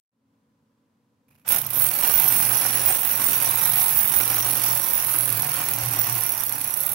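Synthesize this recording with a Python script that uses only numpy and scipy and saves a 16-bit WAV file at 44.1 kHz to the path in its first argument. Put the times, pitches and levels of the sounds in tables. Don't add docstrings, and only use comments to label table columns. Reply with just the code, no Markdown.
import sys
import numpy as np
from scipy import signal
from scipy.fft import rfft, irfft
from scipy.io import wavfile

SR = 44100
rng = np.random.default_rng(int(sys.argv[2]) if len(sys.argv) > 2 else 0)


def pcm_store(signal):
    levels = np.round(np.clip(np.atleast_2d(signal), -1, 1) * 32767)
    wavfile.write(sys.argv[1], SR, levels.astype(np.int16).T)


N = 306054
TIME = np.arange(N) / SR
BINS = np.fft.rfftfreq(N, 1 / SR)

# (time [s], rate [ticks/s])
TICK_RATE = [(1.47, 50.46), (1.52, 60.79), (1.65, 15.49), (1.77, 49.93), (1.91, 38.72), (2.1, 48.93),
             (2.95, 44.97), (3.02, 50.47), (3.36, 42.45), (3.62, 50.05), (4.29, 43.26), (4.34, 49.27),
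             (4.66, 45.05), (5.89, 39.98), (5.94, 37.71), (6.68, 32.65), (6.73, 29.03), (6.94, 38.33)]
RELEASE_S = TICK_RATE[0][0]
# (time [s], relative clockwork level [dB], relative body level [dB])
DRIVE = [(1.462, -37, -49), (1.48, -25, -40.5), (1.53, -20.5, -34), (1.68, -35.5, -47), (1.74, -29, -40.5),
         (1.81, -23, -39), (1.93, -28, -40), (2.03, -22.5, -36.5), (2.7, -24.5, -34), (3.0, -25, -36.5),
         (3.8, -22.5, -35), (4.0, -24.5, -37), (4.5, -25, -35), (4.92, -26, -38), (6.05, -27.5, -37.5),
         (6.48, -29.5, -41), (6.93, -28, -43)]
# (frequency [Hz], width [Hz], relative level [dB])
TABLE_MODES = [(117.05, 4.6, -11), (90, 8.6, 1.5), (145.6, 5.2, 10), (183, 12, 0)]


def escapement():
    rate = curve(TICK_RATE) * (TIME >= RELEASE_S)
    return rate, np.flatnonzero(np.diff(np.floor(np.cumsum(rate) / SR)))


def clockwork(rate, ticks, bounce_share=0.053, bounce_s=0.0034, full_rate_hz=49.6):
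    # (frequency [Hz], width [Hz], level over the gear case [dB])
    pallet_mode = [(11400, 800, 2)]
    accent_db = rng.uniform(-2.5, 2.5, len(ticks))
    bounce_lag = (rng.uniform(.3, 1.5, len(ticks)) * bounce_s * SR).astype(int)
    energy = amp(accent_db) ** 2 * SR / rate[ticks]
    blows = np.zeros(N)
    blows[ticks] = energy
    blows[np.minimum(ticks + bounce_lag, N - 1)] += bounce_share * energy
    strikes = dying(dying(blows, decay_s=.0011), decay_s=.0003)
    speed = 1 + .3 * (2 * (np.cumsum(rate) / SR % 1) - 1)
    teeth = dying(dying(speed * knocks(per_s=600, spread_db=3.3), decay_s=.0007), decay_s=.0004)
    chatter = teeth + .2 * dying(teeth + strikes, decay_s=.02)
    slack_db = .4 * (full_rate_hz - rate) + .1 * (TIME - RELEASE_S)
    lead = amp(np.minimum(slack_db - 5, 5))
    force = level(DRIVE) / np.sqrt(1 + lead ** 2)
    tick_tone = case_gain() * np.sqrt(1 + peaks(pallet_mode))
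    ticking = colour(noise_pair() * np.sqrt(strikes) * lead * force, tick_tone)
    whirr = colour(noise_pair() * np.sqrt(chatter) * force, case_gain())
    return amp(6) * reflected(ticking + whirr, wet_db=2, decay_s=.002)


def case_gain():
    # (frequency [Hz], gain [dB])
    case_tone = [(300, -40), (1500, -21), (4000, -19), (6000, -18), (8000, -21), (9100, -13), (9700, -4),
                 (10400, -1), (12200, -1), (13800, -2.5), (14600, -5), (15800, -4)]
    # (frequency [Hz], width [Hz], level over the tone [dB])
    case_modes = [(10500, 200, -4), (11120, 160, -1), (11430, 190, 1.5), (12990, 90, -2), (13320, 70, 1),
                  (13510, 80, 0), (13950, 110, 4)]
    return amp(spectrum(case_tone)) * np.sqrt(1 + peaks(case_modes))


def zing(ticks, hz=15675):
    out, t, force = np.zeros(N), np.arange(SR // 20) / SR, level(DRIVE)
    variations = np.clip(rng.standard_normal((len(ticks), 3)), -2, 1.5)
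    for at, (accent, detune, stretch) in zip(ticks, variations):
        length_s = .012 * np.exp(.3 * stretch)
        envelope = (1 - np.exp(-t / .0025)) * np.exp(-(t / length_s) ** 4)
        note = np.sin(2 * np.pi * (hz + 45 * detune) * t)
        add(out, at / SR, force[at] * amp(4.5 * accent) * envelope * note)
    return amp(6) * out


def pings(decay_s=.038, attack_s=.00015):
    # (time [s], relative level [dB])
    hits = [(1.798, -17), (2.139, -8), (2.323, -17), (2.859, -8), (3.056, -16), (3.244, -13), (3.970, -9),
            (4.161, -9), (4.934, -11), (5.992, -11)]
    out, t = np.zeros(N), np.arange(SR // 2) / SR
    modes = .7 * np.sin(2 * np.pi * 15042 * t) + .3 * np.sin(2 * np.pi * 15092 * t)
    ring = modes * np.exp(-t / decay_s) * (1 - np.exp(-t / attack_s))
    for s, db in hits:
        add(out, s, amp(db + 2.5) * ring)
    return out


def body_rattle(ticks, jolt_share=0.072):
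    # (time [s], relative level [dB])
    clacks = [(1.447, -48), (2.02, -29), (2.185, -38), (2.76, -37.5), (3.645, -34.5), (4.196, -30),
              (5.595, -33)]
    jolts = np.zeros(N)
    jolts[ticks] = N / len(ticks)
    clatter = dying(knocks(per_s=800, spread_db=3.8), decay_s=.0012)
    power = clatter + jolt_share * dying(jolts, decay_s=.003)
    force = np.hypot(level(DRIVE, column=2), swells(clacks, rise_s=.011))
    rattle = colour(noise_pair() * np.sqrt(power) * force, shell_gain())
    return amp(4) * reflected(rattle, wet_db=-1.5, decay_s=.032, places=50)


def shell_gain():
    # (frequency [Hz], gain [dB])
    shell_tone = [(30, -37), (70, -14.5), (200, -2.5), (290, -2.5), (390, -5.5), (600, -1), (850, 2.5),
                  (1400, 1.5), (2100, -2), (2900, -3.5), (4000, -9.5), (5400, -7), (8000, -11),
                  (12000, -31)]
    # (frequency [Hz], width [Hz], level over the tone [dB])
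    shell_modes = [(293, 16, 1), (544, 30, 0), (775, 40, 1), (913, 28, 3), (1085, 30, 2), (1470, 70, 0),
                   (1900, 90, -2), (2450, 200, -1), (2780, 40, 3), (3560, 150, 0)]
    return amp(spectrum(shell_tone)) * np.sqrt(1 + peaks(shell_modes))


def axle_rasp():
    # (time [s], relative level [dB])
    squeaks = [(3.445, -36), (3.635, -39)]
    spurts = dying(dying(knocks(per_s=90, spread_db=3), decay_s=.006), decay_s=.002)
    rub = level(DRIVE, column=2) * amp(-10 + 3 * lap(lag_s=.69))
    force = np.hypot(rub, swells(squeaks, rise_s=.015))
    return amp(5.5) * colour(noise_pair() * np.sqrt(spurts) * force, peaks([(5760, 260, 0)]))


def gear_ring():
    # (time [s], relative level [dB])
    catches = [(1.81, -38), (2.0, -49), (2.29, -36), (2.87, -36.5), (3.22, -37.5), (3.78, -41)]
    force = np.hypot(level(DRIVE) * amp(-21.5), swells(catches, rise_s=.042))
    resonance = np.sqrt(peaks([(8582, 55, 0)]) * peaks([(8590, 600, 0)]))
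    return amp(10.5) * colour(noise_pair() * force, resonance)


def tabletop(boom_db=-51, lap_db=5, rock_db=1.5):
    # (time [s], level [dB])
    drone_levels = [(1.45, -62), (1.54, -46.5), (2.05, -50.5), (2.22, -44.5), (2.75, -41.5), (3.1, -49),
                    (3.33, -44.5), (4.03, -50), (4.3, -42), (4.72, -41.5), (4.93, -55), (5.34, -35.5),
                    (5.68, -49.5), (5.88, -33), (6.12, -33), (6.34, -52), (6.94, -50.5)]
    mode = colour(rng.standard_normal((1, N)), peaks(TABLE_MODES[:1]))[0]
    ring = signal.hilbert(unit_rms(mode))
    drone = unit_rms(ring.real / (abs(ring) + 1.53))
    jolts = rng.standard_normal((1, N)) * np.sqrt(knocks(per_s=140, spread_db=0))
    boom = unit_rms(colour(jolts, np.sqrt(peaks(TABLE_MODES)) * peaks([(136, 120, 0)])))
    rolling = dying(1. * (TIME > RELEASE_S), decay_s=.048)
    rocking = cycle(period_s=.229, top_s=1.8)
    weight = rolling * amp(boom_db + lap_db * lap() + rock_db * rocking)
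    return drone * level(drone_levels) + boom * weight


def bumps(rise_s=0.0055):
    # (time [s], level [dB], pitch [Hz])
    pushes = [(2.14, -43, 68), (2.865, -42, 70), (5.825, -38, 66)]
    out, t = np.zeros(N), np.arange(SR // 4) / SR
    for s, db, hz in pushes:
        add(out, s, amp(db) * t / rise_s * np.exp(1 - t / rise_s) * np.sin(2 * np.pi * hz * t))
    return out


def nudges(decay_s=0.05):
    # (time [s], level [dB])
    scrapes = [(1.283, -63), (1.303, -61), (1.346, -60.5), (1.39, -71), (1.452, -54)]
    envelope, t = np.zeros(N), np.arange(SR // 5) / SR
    for s, db in scrapes:
        add(envelope, s, amp(db) * np.exp(-t / decay_s))
    grain = np.sqrt(dying(knocks(per_s=500, spread_db=3), decay_s=.002))
    held_shell = .5 * shell_gain() * np.sqrt(1 + peaks([(2460, 250, 12)]))
    board = 5 * np.sqrt(peaks(TABLE_MODES))
    return colour(noise_pair() * envelope * grain, case_gain() + held_shell + board)


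def reflected(x, wet_db, decay_s, places=40):
    t, step = np.arange(SR // 25) / SR, N // places + 1
    scatter, out = noise_pair(), np.zeros((2, N))
    for start in range(0, N, step):
        paths = scatter[:, start // 2:][:, :len(t)] * np.exp(-t / decay_s)
        paths *= amp(wet_db) / np.linalg.norm(paths[1])
        paths[:, 0] += 1
        near = np.arange(max(start - step, 0), min(start + step, N))
        offset = np.minimum(near - start, step * (start + step < N))
        crossfade = np.cos(np.pi / 2 * offset / step) ** 2
        for channel, heard in zip(out, signal.fftconvolve(x[:, near] * crossfade, paths, axes=1)):
            add(channel, near[0] / SR, heard)
    return out * np.std(x) / np.std(out)


def room_tone():
    # (frequency [Hz], gain [dB])
    air_tone = [(15, -69), (25, -50), (86, -13), (103, -5), (176, -7), (264, -3), (373, -18.5),
                (488, -11.5), (691, -22.5), (978, -18), (2300, -30), (15000, -39.5)]
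    # (frequency [Hz], relative level [dB])
    partials = [(118.4, -82), (226.1, -72), (269.2, -73), (484.5, -84.5), (1001, -85)]
    hum = sum(amp(db) * np.sqrt(2) * np.sin(2 * np.pi * (hz * TIME + rng.random())) for hz, db in partials)
    air = colour(noise_pair(), amp(spectrum(air_tone)))
    fade_in = curve([(.115, .015), (.135, .29), (.35, 1)])
    return fade_in * (amp(-69.5) * air + amp(-3) * hum)


def amp(db):
    return 10 ** (np.asarray(db) / 20)


def unit_rms(x):
    return x / np.sqrt(np.mean(x ** 2) + 1e-20)


def curve(rows, column=1):
    rows = np.array(rows)
    return np.interp(TIME, rows[:, 0], rows[:, column])


def level(rows, column=1):
    return amp(curve(rows, column)) * (TIME > rows[0][0])


def spectrum(points):
    hz, value = np.transpose(points)
    return np.interp(np.log(BINS + 1), np.log(hz + 1), value)


def peaks(modes):
    return sum(amp(db) ** 2 / (1 + (2 * (BINS - hz) / width) ** 2) for hz, width, db in modes)


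def colour(x, gain):
    cepstrum = irfft(np.log(np.maximum(unit_rms(gain), 1e-4)), N)
    cepstrum[1:N // 2] *= 2
    cepstrum[N // 2 + 1:] = 0
    taps = irfft(np.exp(rfft(cepstrum)), N)[:SR // 2]
    return signal.fftconvolve(x, taps[None], axes=1)[:, :N]


def noise_pair():
    # (frequency [Hz], correlation [0-1])
    likeness = [(60, 0.8), (150, 0.9), (300, 0.96), (640, 0.56), (1400, 0), (3100, 0.48), (7000, 0.01)]
    common, apart = rfft(rng.standard_normal((2, N)))
    same = spectrum(likeness)
    return irfft(np.array([same * common + np.sqrt(1 - same ** 2) * apart, common]), N)


def dying(blows, decay_s):
    keep = np.exp(-1 / (decay_s * SR))
    return signal.lfilter([1 - keep], [1, -keep], blows)


def knocks(per_s, spread_db):
    struck = rng.random(N) < per_s / SR
    energy = struck * amp(spread_db * np.clip(rng.standard_normal(N), -2, 2)) ** 2
    return energy / energy.mean()


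def swells(events, rise_s):
    out, t = np.zeros(N), np.arange(SR // 2) / SR
    for s, db in events:
        add(out, s, amp(db) * t / rise_s * np.exp(1 - t / rise_s))
    return out


def cycle(period_s, top_s):
    return np.cos(2 * np.pi * (TIME - top_s) / period_s)


def lap(lag_s=0, far_side_s=2.0):
    return cycle(period_s=1.8, top_s=far_side_s + lag_s)


def add(mix, s, sound):
    part = mix[max(round(s * SR), 0):][:len(sound)]
    part += sound[:len(part)]


def scene():
    # (frequency [Hz], gain [dB])
    left_eq = [(120, -.3), (700, -1.5), (1300, -2.7), (2400, -2), (4400, -2.8), (7500, -4), (8600, -7),
               (10200, -14.5), (11500, -16), (13000, -12.5), (15500, -12.3)]
    rate, ticks = escapement()
    metal = zing(ticks) + pings()
    metal = np.array([np.roll(metal, 5), metal])
    works = clockwork(rate, ticks) + metal + axle_rasp() + gear_ring()
    left, right = works + body_rattle(ticks) + tabletop() + bumps() + nudges()
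    left = irfft(rfft(left) * amp(spectrum(left_eq)), N)
    return np.array([left, right]) + room_tone()


def record(dry):
    lowpass = signal.firwin(1023, cutoff=15830, window=("kaiser", 8), fs=SR)
    return signal.oaconvolve(dry, lowpass[None], "same")


dry = scene()
out = record(dry)
pcm_store(out)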